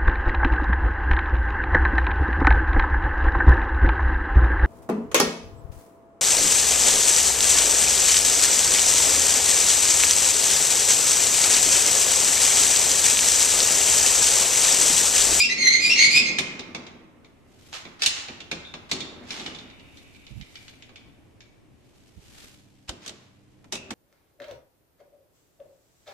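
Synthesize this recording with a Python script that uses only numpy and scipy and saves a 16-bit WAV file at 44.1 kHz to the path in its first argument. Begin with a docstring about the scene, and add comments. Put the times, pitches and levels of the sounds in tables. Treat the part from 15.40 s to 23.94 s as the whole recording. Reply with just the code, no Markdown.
"""Unbolting a steel and glass door

Close up, in a hard-walled room, a dry main bolt sticks and slips, squealing at every twist. The top bolt
scrapes and snaps back, the leaf jolts free, a hanging padlock ticks over the rub of the hinge, and the
bottom bolt clacks. Each blow rings the frame and shakes the panes. Underneath sit a rustling sleeve,
low thumps, outdoor rumble and, near the end, a faint hum."""
import sys
import numpy as np
from scipy import signal
from scipy.io import wavfile

SR = 44100
rng = np.random.default_rng(int(sys.argv[2]) if len(sys.argv) > 2 else 0)


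def log_audio(samples):
    """Write samples as a 16-bit WAV file to the path given in sys.argv[1]."""
    # one column per channel
    frames = np.atleast_2d(samples).T
    # limit to full scale, then quantise
    limited = np.clip(frames, -1, 1)
    pcm = np.round(limited * 32767).astype(np.int16)
    wavfile.write(sys.argv[1], SR, pcm)


N = 376613
TIME = np.arange(N) / SR

# Tone colours. Each row: frequency in Hz, relative level in dB.
RUMBLE_EQ = [(15, -8.5), (40, -6.5), (110, -0.5), (180, -8.5), (280, -4), (450, -13), (700, -16),
             (1400, -26.5), (2400, -24.5), (4500, -34), (8000, -36), (14000, -43)]  # open air beyond the door
THUMP_EQ = [(15, -30), (45, 1.5), (110, 0.5), (200, -4.5), (350, -24.5), (800, -50)]  # low thumps
CLOTH_EQ = [(200, 9.5), (1000, -1), (3000, 5), (5000, 2), (7500, 0), (10000, -6), (12000, -7), (14500, -12)]  # sleeve hiss
SCRAPE_EQ = [(100, -24), (400, -7), (750, -5), (1300, -3.5), (2400, -2), (4000, -2), (6500, -8),
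             (9000, -19), (14000, -33.5)]  # sliding grit
THUD_EQ = [(30, -29), (85, 0), (130, -0.5), (250, 8), (450, 3), (700, -2.5), (1200, -24), (3000, -56)]  # weight of the leaf
CLANK_EQ = [(200, -23.5), (550, -1.5), (900, 3.5), (1300, 2), (2200, -3.5), (2800, -7.5), (5000, -42.5)]  # midrange of the frame
CLACK_EQ = [(600, -56.5), (1600, -2), (2300, 2.5), (3700, 8.5), (5000, 1.5), (6800, -2.5), (8500, -18.5),
            (11000, -34), (14000, -48)]  # bite of steel on steel
TICK_EQ = [(2000, -26.5), (5500, 4), (7800, 2), (10000, -8), (11500, -12), (14500, -22)]  # top end of a blow
# Ringing modes. Each row: frequency in Hz, relative level in dB, seconds to fall 60 dB.
FRAME_MODES = [(1500, 3, 0.0082), (2003, 4, 0.016), (2260, 4.5, 0.063), (2390, 2.5, 0.066),
               (2693, -6, 0.035), (2974, -13, 0.054), (3647, 0, 0.078), (3700, -9, 0.059),
               (4600, -12, 0.059), (5440, -21, 0.088), (6280, -26, .05)]
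PANE_MODES = [(83.47, -3, .8), (115, -12, 0.15), (174.5, -5, 0.58), (215, -3.5, 0.439), (244, 9.5, 0.2),
              (273, -1, 1), (299, -4, 0.58), (369, -15, 0.15), (477, -24.5, .45), (814, -9.5, .4),
              (1170, -8, 0.4)]
# The room's tail. Each row: frequency in Hz, seconds to fall 60 dB.
ROOM_DECAY = [(100, 1.1), (300, 0.67), (1000, 1.2), (2400, 0.88), (4000, 0.63), (7000, 0.58), (13000, 0.14)]
# The fader ride on the outdoor rumble. Each row: time in seconds, level in dB.
RUMBLE_RIDE = [(0, -60), (3.0, -54.5), (4.5, -54), (6.1, -60), (8.54, -58.5)]
# Low hum near the floor. Each row: pitch in Hz, level in dB.
HUM_TONES = [(98, -66.5), (130, -66), (196, -67), (260, -77.5), (300, -69)]
# Low thumps. Each row: start and length in seconds, level in dB, left over right in dB.
LOW_THUMPS = [(2.66, .025, -46, 0), (4.895, 0.045, -50.5, -24), (4.938, 0.099, -44.5, -25),
              (5.62, 0.12, -56, 13), (6.292, 0.077, -61, 16), (6.754, 0.045, -45.5, -12),
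              (6.794, 0.22, -55.5, 1.5), (7.484, 0.018, -35, -2)]
# Strokes of cloth and of sliding metal. Each row: start, peak and end in seconds, peak level in dB.
SLEEVE_STROKES = [(2.041, 2.3, 2.58, -54.5), (4.352, 4.6, 4.95, -59.5), (4.7, 5.22, 5.5, -55.5),
                  (6.296, 6.596, 9, -62.5), (6.78, 7.02, 7.25, -50.5)]
SLIDE_STROKES = [(2.319, 2.337, 2.43, -33.5), (2.59, 2.626, 2.756, -32), (2.68, 2.765, 2.984, -39.5),
                 (3.49, 3.491, 3.7, -43), (3.828, 3.93, 4.24, -38), (7.474, 7.485, 7.54, -42.5),
                 (7.602, 7.63, 7.9, -49.5), (7.985, 7.999, 7.915, -56.5), (8.317, 8.324, 8.36, -37.5)]
# The padlock meets the frame. Each row: start in seconds, relative level in dB, ring in Hz.
PADLOCK_TAPS = [(4.5714, -45.5, 2420), (4.7474, -52.5, 2200), (4.8664, -43.5, 2350), (5.011, -42, 2394),
                (5.1549, -38.5, 2350), (5.2806, -42.5, 2380), (5.423, -44.5, 3620), (5.5585, -43, 3410),
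                (6.0053, -47, 2430)]
# Loose parts rattle. Each row: start in seconds, pitch in Hz, level in dB, decay time in seconds.
LOOSE_BUZZES = [(3.246, 3600, -41.5, 0.059), (3.604, 3640, -46, 0.13), (8.355, 2640, -42, 0.091)]
# The leaf shudders. Each row: start and length in seconds, level in dB, settling in dB per second.
LEAF_SHAKES = [(0, 0.85, -43, 30), (.68, 0.16, -39, 20.5), (3.506, 0.083, -43.5, 32.5),
               (3.938, 0.048, -43.5, 56), (5.467, .1, -62, 37), (8.327, .2, -54.5, 30)]
# Bolts and leaf hit the frame. Each row: start in seconds, clack drive in dB, ring in Hz,
# thud drive in dB.
FRAME_KNOCKS = [(0.9847, -13, 2186, -29.5), (1.1926, -27.5, 3930, -40.5), (1.3468, -25, 2310, -34),
                (1.4659, -35.5, 2150, -55), (1.8452, -47, 2180, -59.5), (2.4512, -37.5, 2120, -43.5),
                (2.6192, -13.5, 4860, -53), (2.6324, -14, 5200, -56), (2.6598, -8.5, 4220, -42),
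                (2.8835, -31, 2510, -38.5), (3.003, -31, 2800, -48.5), (3.1134, -20.5, 2450, -32.5),
                (3.3384, -30.5, 2350, -39), (3.513, -14.5, 4390, -32), (3.6042, -24.5, 3500, -48),
                (3.905, -23.5, 5270, -43), (3.9966, -29, 3630, -42), (4.0609, -25.5, 2930, -39),
                (4.147, -34, 3520, -59), (4.186, -35.5, 3630, -62), (4.299, -44, 3667, -57),
                (4.395, -46.5, 2860, -61), (5.491, -49, 2500, -53)]
# The bottom bolt's blows. Each row: the same four columns, then chatter decay time in seconds.
BOTTOM_CLACKS = [(7.4916, -24.5, 3200, -35.5, 0.0074), (7.6609, -33, 3115, -44.5, 0.019),
                 (7.6777, -29, 4430, -52, 0.0086), (7.693, -33, 3040, -45, 0.0086),
                 (8.2425, -54, 3490, -52, 0.01), (8.3226, -22.5, 5800, -35, 0.026),
                 (8.3533, -29.5, 3600, -42.5, 0.012), (8.5054, -30, 2300, -34.5, 0.017)]
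# How strongly the main bolt radiates its harmonics. Each row: frequency in Hz, gain in dB.
SQUEAL_EQ = [(2050, 2), (2700, -4), (4300, -1.5), (5400, -7.5), (6400, -6), (7300, -12.5), (8300, -26.5),
             (9200, -17.5), (10200, -27.5), (11200, -38), (12400, -30.5), (14000, -50.5)]
# One squeal per twist. Each row: start, peak and end in seconds, relative peak level in dB,
# pitch at the peak in Hz, glide in Hz per second, roughness from 0 to 1.
BOLT_TWISTS = [(0, -0.003, 0.031, -6.5, 2413, 303, 0.42), (.024, 0.041, 0.076, -12.5, 2706, 300, 0.37),
               (.088, 0.129, 0.13, -20, 2018, 1210, 0.72), (.175, 0.281, .32, -13.5, 2095, -300, 0.26),
               (0.293, 0.333, 0.39, -16, 2150, -300, 0.53), (.395, 0.454, 0.54, -14.5, 2429, 304, 0.44),
               (.488, 0.506, 0.56, -11.5, 2684, 2000, 0.54), (.553, 0.624, .688, -11, 2170, 1300, .8),
               (.7, .772, .812, -10.5, 2486, 1681, 0.8), (.848, .866, 0.9, -23.5, 2107, 99.5, 0.48)]


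def amp(db):
    """Decibels to gain."""
    return 10 ** (np.asarray(db) / 20)


def unit_rms(x):
    """Scales to rms 1."""
    return x / np.sqrt(np.mean(x ** 2) + 1e-20)


def curve_at(points, hz):
    """Reads a curve on a log-frequency axis."""
    freqs, values = np.transpose(points)
    return np.interp(np.log(hz + 1), np.log(freqs + 1), values)


def add(mix, start, sound):
    """Lays a sound into the mix at a start in seconds."""
    part = mix[:, round(start * SR):][:, :sound.shape[1]]
    part += sound[:, :part.shape[1]]


def pan(db):
    """Left and right gains, the left louder by db."""
    return amp([[db / 2], [-db / 2]])


def wander(hz, size=N):
    """Random drift of rms 1, up to about the given rate."""
    place = np.arange(size) * 2 * hz / SR
    return unit_rms(np.interp(place, np.arange(20000), rng.standard_normal(20000)))


def stereo_noise(correlation, size=N):
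    """White noise, partly shared by left and right."""
    left, other = rng.standard_normal((2, size))
    return np.array([left, correlation * left + np.sqrt(1 - correlation ** 2) * other])


def swell(start, peak, end, db, fade_db, arch=1, edge_s=0.0041):
    """Envelope of one stroke: fade_db down at its ends, silent outside."""
    away = np.interp(TIME, [start, peak, end], [1, 0, 1])
    gate = np.clip(np.minimum(TIME - start, end - TIME) / edge_s, 0, 1)
    return gate * amp(db - fade_db * away ** arch)


def convolve(x, response):
    """Passes sound through an impulse response."""
    return signal.oaconvolve(np.atleast_2d(x), np.atleast_2d(response), axes=1)[:, :np.shape(x)[-1]]


def colour(x, eq, size=4096):
    """Minimum-phase EQ of unit energy."""
    log_gain = np.log(amp(curve_at(eq, abs(np.fft.fftfreq(size, 1 / SR)))))
    spectrum = np.exp(np.conj(signal.hilbert(log_gain)))
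    taps = np.fft.ifft(spectrum).real[:size // 2]
    return convolve(x, taps / np.linalg.norm(taps))


def resonate(x, hz, width_hz):
    """One steep-sided resonance that keeps the power of white noise."""
    t = TIME[:SR // 20]
    response = t * np.exp(-np.pi * width_hz * t) * np.sin(2 * np.pi * hz * t)
    return convolve(x, response / np.linalg.norm(response))


def ring(x, modes):
    """Rings a set of decaying modes, the low ones narrower in stereo."""
    t = TIME[:SR]
    phases = rng.uniform(0, 2 * np.pi, (len(modes), 2, 1))
    response = sum(amp(db - 60 * t / t60) * np.sin(2 * np.pi * hz * t + phase * min(hz / 2000, 1))
                   for (hz, db, t60), phase in zip(modes, phases))
    return convolve(x, response / np.linalg.norm(response[0]))


def room(x, early_db, tail_db, early_s=0.013, mono_hz=430):
    """Reverb return: quick reflections off the door, then a diffuse tail with mono bass."""
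    hz, t, bands = signal.stft(rng.standard_normal((2, int(SR * 1.25))), SR, nperseg=256)
    shared = 1 / (1 + (hz[:, None] / mono_hz) ** 4)
    bands[1] = shared * bands[0] + np.sqrt(1 - shared ** 2) * bands[1]
    decay = amp(-60 * t / curve_at(ROOM_DECAY, hz)[:, None])
    tail = signal.istft(bands * decay, SR, nperseg=256)[1]
    t = np.arange(tail.shape[1]) / SR
    tail *= np.clip(t / 0.016, 0, 1)
    echoes = rng.standard_normal(tail.shape) * (rng.random(tail.shape) < .03)
    early = echoes * np.exp(-t / early_s) * (t > .002)
    response = amp(tail_db) * unit_rms(tail) + amp(early_db) * unit_rms(early)
    return convolve(x, response / np.sqrt(len(t)))


def outdoor_rumble(drift_db=2):
    """A quiet, slowly shifting bed of open air from beyond the door."""
    ride_db = np.interp(TIME, *np.transpose(RUMBLE_RIDE))
    return colour(stereo_noise(0.22), RUMBLE_EQ) * amp(ride_db - drift_db * wander(0.91))


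def floor_hum(start_s=6.89, rise_s=0.29, waver=0.0158):
    """Faint low tones fade in and waver together."""
    clock = np.cumsum(1 + waver * wander(5.2)) / SR
    fade_in = np.clip((TIME - start_s) / rise_s, 0, 1)
    return fade_in * sum(amp(db) * np.sqrt(2) * np.sin(2 * np.pi * hz * clock) for hz, db in HUM_TONES)


def low_thumps():
    """Air on the microphone, and the deep thud under two bolt blows."""
    thumps = np.zeros((2, N))
    for start, length, db, pan_db in LOW_THUMPS:
        size = int(length * SR)
        arch = np.sin(np.linspace(0, np.pi, size))
        add(thumps, start, amp(db) * pan(pan_db) * arch * stereo_noise(0.28, size))
    return colour(thumps, THUMP_EQ)


def sleeve(grain_db=2):
    """Cloth brushes past with a soft, grainy hiss."""
    strokes = sum(swell(*row, fade_db=17, arch=1.29, edge_s=0.034) for row in SLEEVE_STROKES)
    grains = unit_rms(stereo_noise(0.049) * amp(grain_db * wander(120)))
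    return colour(grains * strokes, CLOTH_EQ)


def hinge_rub(grain_db=2.5):
    """The hinge's grainy friction starts at once and fades as the leaf swings."""
    swing = swell(start=4, peak=4, end=5.5, db=-58.5, fade_db=16, arch=1.7)
    return swing * amp(grain_db * wander(70)) * stereo_noise(0.65)


def padlock_and_hinge(tap_s=0.0039, tap_gain_db=3):
    """The swinging padlock clinks and the hinge groans; both ring the frame."""
    t = TIME[:4000]
    taps, clinks = np.zeros((2, 2, N))
    for start, db, hz in PADLOCK_TAPS:
        tap = amp(db + tap_gain_db) * np.exp(-t / tap_s) * stereo_noise(0.62, len(t))
        add(taps, start, tap)
        add(clinks, start, amp(-2) * resonate(tap, hz, width_hz=650))
    rub = hinge_rub()
    groan = amp(-2) * resonate(rub, hz=2550, width_hz=700)
    left, right = colour(taps, CLACK_EQ) + clinks + groan + amp(-4) * ring(taps + rub, FRAME_MODES)
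    return np.array([np.roll(left, 16), right])  # a late left side places them to the right


def loose_parts():
    """Each loose part buzzes in one narrow resonance until it settles."""
    t, out = TIME[:SR // 2], np.zeros((2, N))
    for start, hz, db, decay_s in LOOSE_BUZZES:
        rattle = np.exp(-t / decay_s) * stereo_noise(0.26, len(t))
        add(out, start, amp(db) * resonate(rattle, hz, width_hz=330))
    return out


def leaf_judder(rise_s=0.051, lumps_db=2):
    """The leaf shudders as it is worked, struck or swung, then settles."""
    shakes = [np.clip((TIME - start) / rise_s, 0, 1)
              * amp(db - settling * np.maximum(TIME - start - length, 0))
              for start, length, db, settling in LEAF_SHAKES]
    return np.max(shakes, axis=0) * unit_rms(amp(lumps_db * wander(22))) * stereo_noise(0.88)


def leaf_recoil(rise_s=0.0069, decay_s=0.032):
    """The heavy leaf answers every blow more slowly than the steel."""
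    t, out = TIME[:SR // 4], np.zeros((2, N))
    envelope = np.exp(-t / decay_s) * (1 - np.exp(-t / rise_s))
    for start, _, _, thud_db, *_ in FRAME_KNOCKS + BOTTOM_CLACKS:
        add(out, start, amp(thud_db) * envelope * stereo_noise(0.92, len(t)))
    return out


def scrapes(grain_db=3):
    """Gritty friction swells and dies as a bolt or the leaf's edge slides."""
    strokes = sum(swell(*row, fade_db=22) for row in SLIDE_STROKES)
    grains = unit_rms(stereo_noise(0.29) * amp(grain_db * wander(300)))
    return colour(grains * strokes, SCRAPE_EQ)


def strike(clack_db, ring_hz, thud_db, tick_db, chatter_s, rise_s, crack_s=0.0036):
    """Steel on steel: a crack and a dying chatter ring the struck part and clank the frame."""
    t = TIME[:SR // 4]
    contact = (np.exp(-t / chatter_s) + amp(2) * np.exp(-t / crack_s)) * (1 - np.exp(-t / rise_s))
    layers = [(clack_db - 9, CLACK_EQ), (thud_db - 2, CLANK_EQ), (tick_db, TICK_EQ)]
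    blow = sum(amp(db) * colour(contact * stereo_noise(0.06, len(t)), eq, size=512) for db, eq in layers)
    ringing = resonate(contact * stereo_noise(0.27, len(t)), ring_hz, width_hz=480)
    return blow + amp(clack_db - 14) * ringing


def frame_knocks(tick_growth=1.82):
    """Bolts and leaf knock against the frame: the harder, the brighter."""
    out = np.zeros((2, N))
    for start, clack_db, ring_hz, thud_db in FRAME_KNOCKS:
        tick_db = -40 + tick_growth * (clack_db + 19)
        add(out, start, strike(clack_db, ring_hz, thud_db, tick_db, chatter_s=0.0093, rise_s=0.00088))
    return out


def bottom_bolt():
    """The bottom bolt strikes close by, so its clacks are bright."""
    out = np.zeros((2, N))
    for start, clack_db, ring_hz, thud_db, chatter_s in BOTTOM_CLACKS:
        tick_db = clack_db - 10.5
        add(out, start, strike(clack_db, ring_hz, thud_db, tick_db, chatter_s, rise_s=0.00074))
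    return out


def bolt_squeal(bend=.025, wobble=.006, jitter=.046, shimmer_db=1.5, flutter_db=2.42):
    """Stick-slip of the dry main bolt: a gliding harmonic stack whose period stumbles with roughness."""
    size = 2 * SR
    grips = np.array([swell(*row[:4], fade_db=13, arch=1.6)[:size] for row in BOLT_TWISTS])
    # the loudest twist at each moment sets pitch and roughness
    _, peak_s, _, peak_db, pitch, glide, rough = np.array(BOLT_TWISTS)[grips.argmax(axis=0)].T
    grip = grips.max(axis=0)
    slack = 1 - grip / amp(peak_db)  # the pitch sags under the hardest grip
    hz = pitch + glide * (TIME[:size] - peak_s)
    hz *= 1 + bend * slack ** 2 + wobble * wander(28, size)
    cycles = np.cumsum(hz * (1 + jitter * rough * wander(520, size))) / SR
    tone = np.zeros((2, size))
    for k in range(1, 7):
        level = amp(curve_at(SQUEAL_EQ, k * hz) + shimmer_db * wander(140, size))
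        tone += level * np.sin(2 * np.pi * k * cycles) * pan(-2 if k <= 2 else 2)
    # the bolt radiates little below its lowest resonance
    tone = signal.sosfilt(signal.butter(6, 1800, "highpass", fs=SR, output="sos"), tone)
    tone[0] = np.roll(tone[0], 1)  # reaches the left a moment later
    grains = stereo_noise(.6, size) * amp(2 * wander(440, size)) * np.sqrt(rough) * pan(-2)
    rasp = amp(-13) * colour(grains, CLACK_EQ) + amp(-24) * colour(grains, SCRAPE_EQ)
    bolt = amp(-4 + flutter_db * wander(170, size)) * grip * (tone + rasp)
    return bolt + room(bolt, early_db=0, tail_db=-3.5)


def scene():
    """Bolts, frame and panes play into the room; sleeve, thumps, hum and rumble stay dry."""
    knocks, clacks = frame_knocks(), bottom_bolt()
    judder, swing = leaf_judder(), padlock_and_hinge()
    blow_send = amp(0.5) * knocks + amp(-10.5) * clacks  # the close bottom bolt stays drier
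    grit = scrapes() + amp(-9) * colour(judder * pan(-3.1), CLANK_EQ)
    frame = knocks + clacks + grit + swing + loose_parts() + amp(-15) * ring(blow_send, FRAME_MODES)
    frame += room(blow_send + grit + amp(2) * swing, early_db=-3.5, tail_db=-7)
    shaking = leaf_recoil() + judder
    leaf = colour(shaking, THUD_EQ) + amp(-6) * ring(shaking, PANE_MODES)
    leaf += room(leaf, early_db=-28.5, tail_db=-9)
    mix = (frame + leaf) * pan(-0.5) + sleeve() + low_thumps() + floor_hum() + outdoor_rumble()
    add(mix, 0, bolt_squeal())
    return mix


def record(dry, ceiling=.85, cutoff_hz=14150):
    """A soft clip rounds the tallest peaks, then a steep low-pass trims the top."""
    soft = dry / (1 + (dry / ceiling) ** 6) ** (1 / 6)
    lowpass = signal.firwin(511, cutoff_hz, window=("kaiser", 9), fs=SR)
    return signal.oaconvolve(soft, lowpass[None], "same")


dry = scene()
out = record(dry)
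log_audio(out)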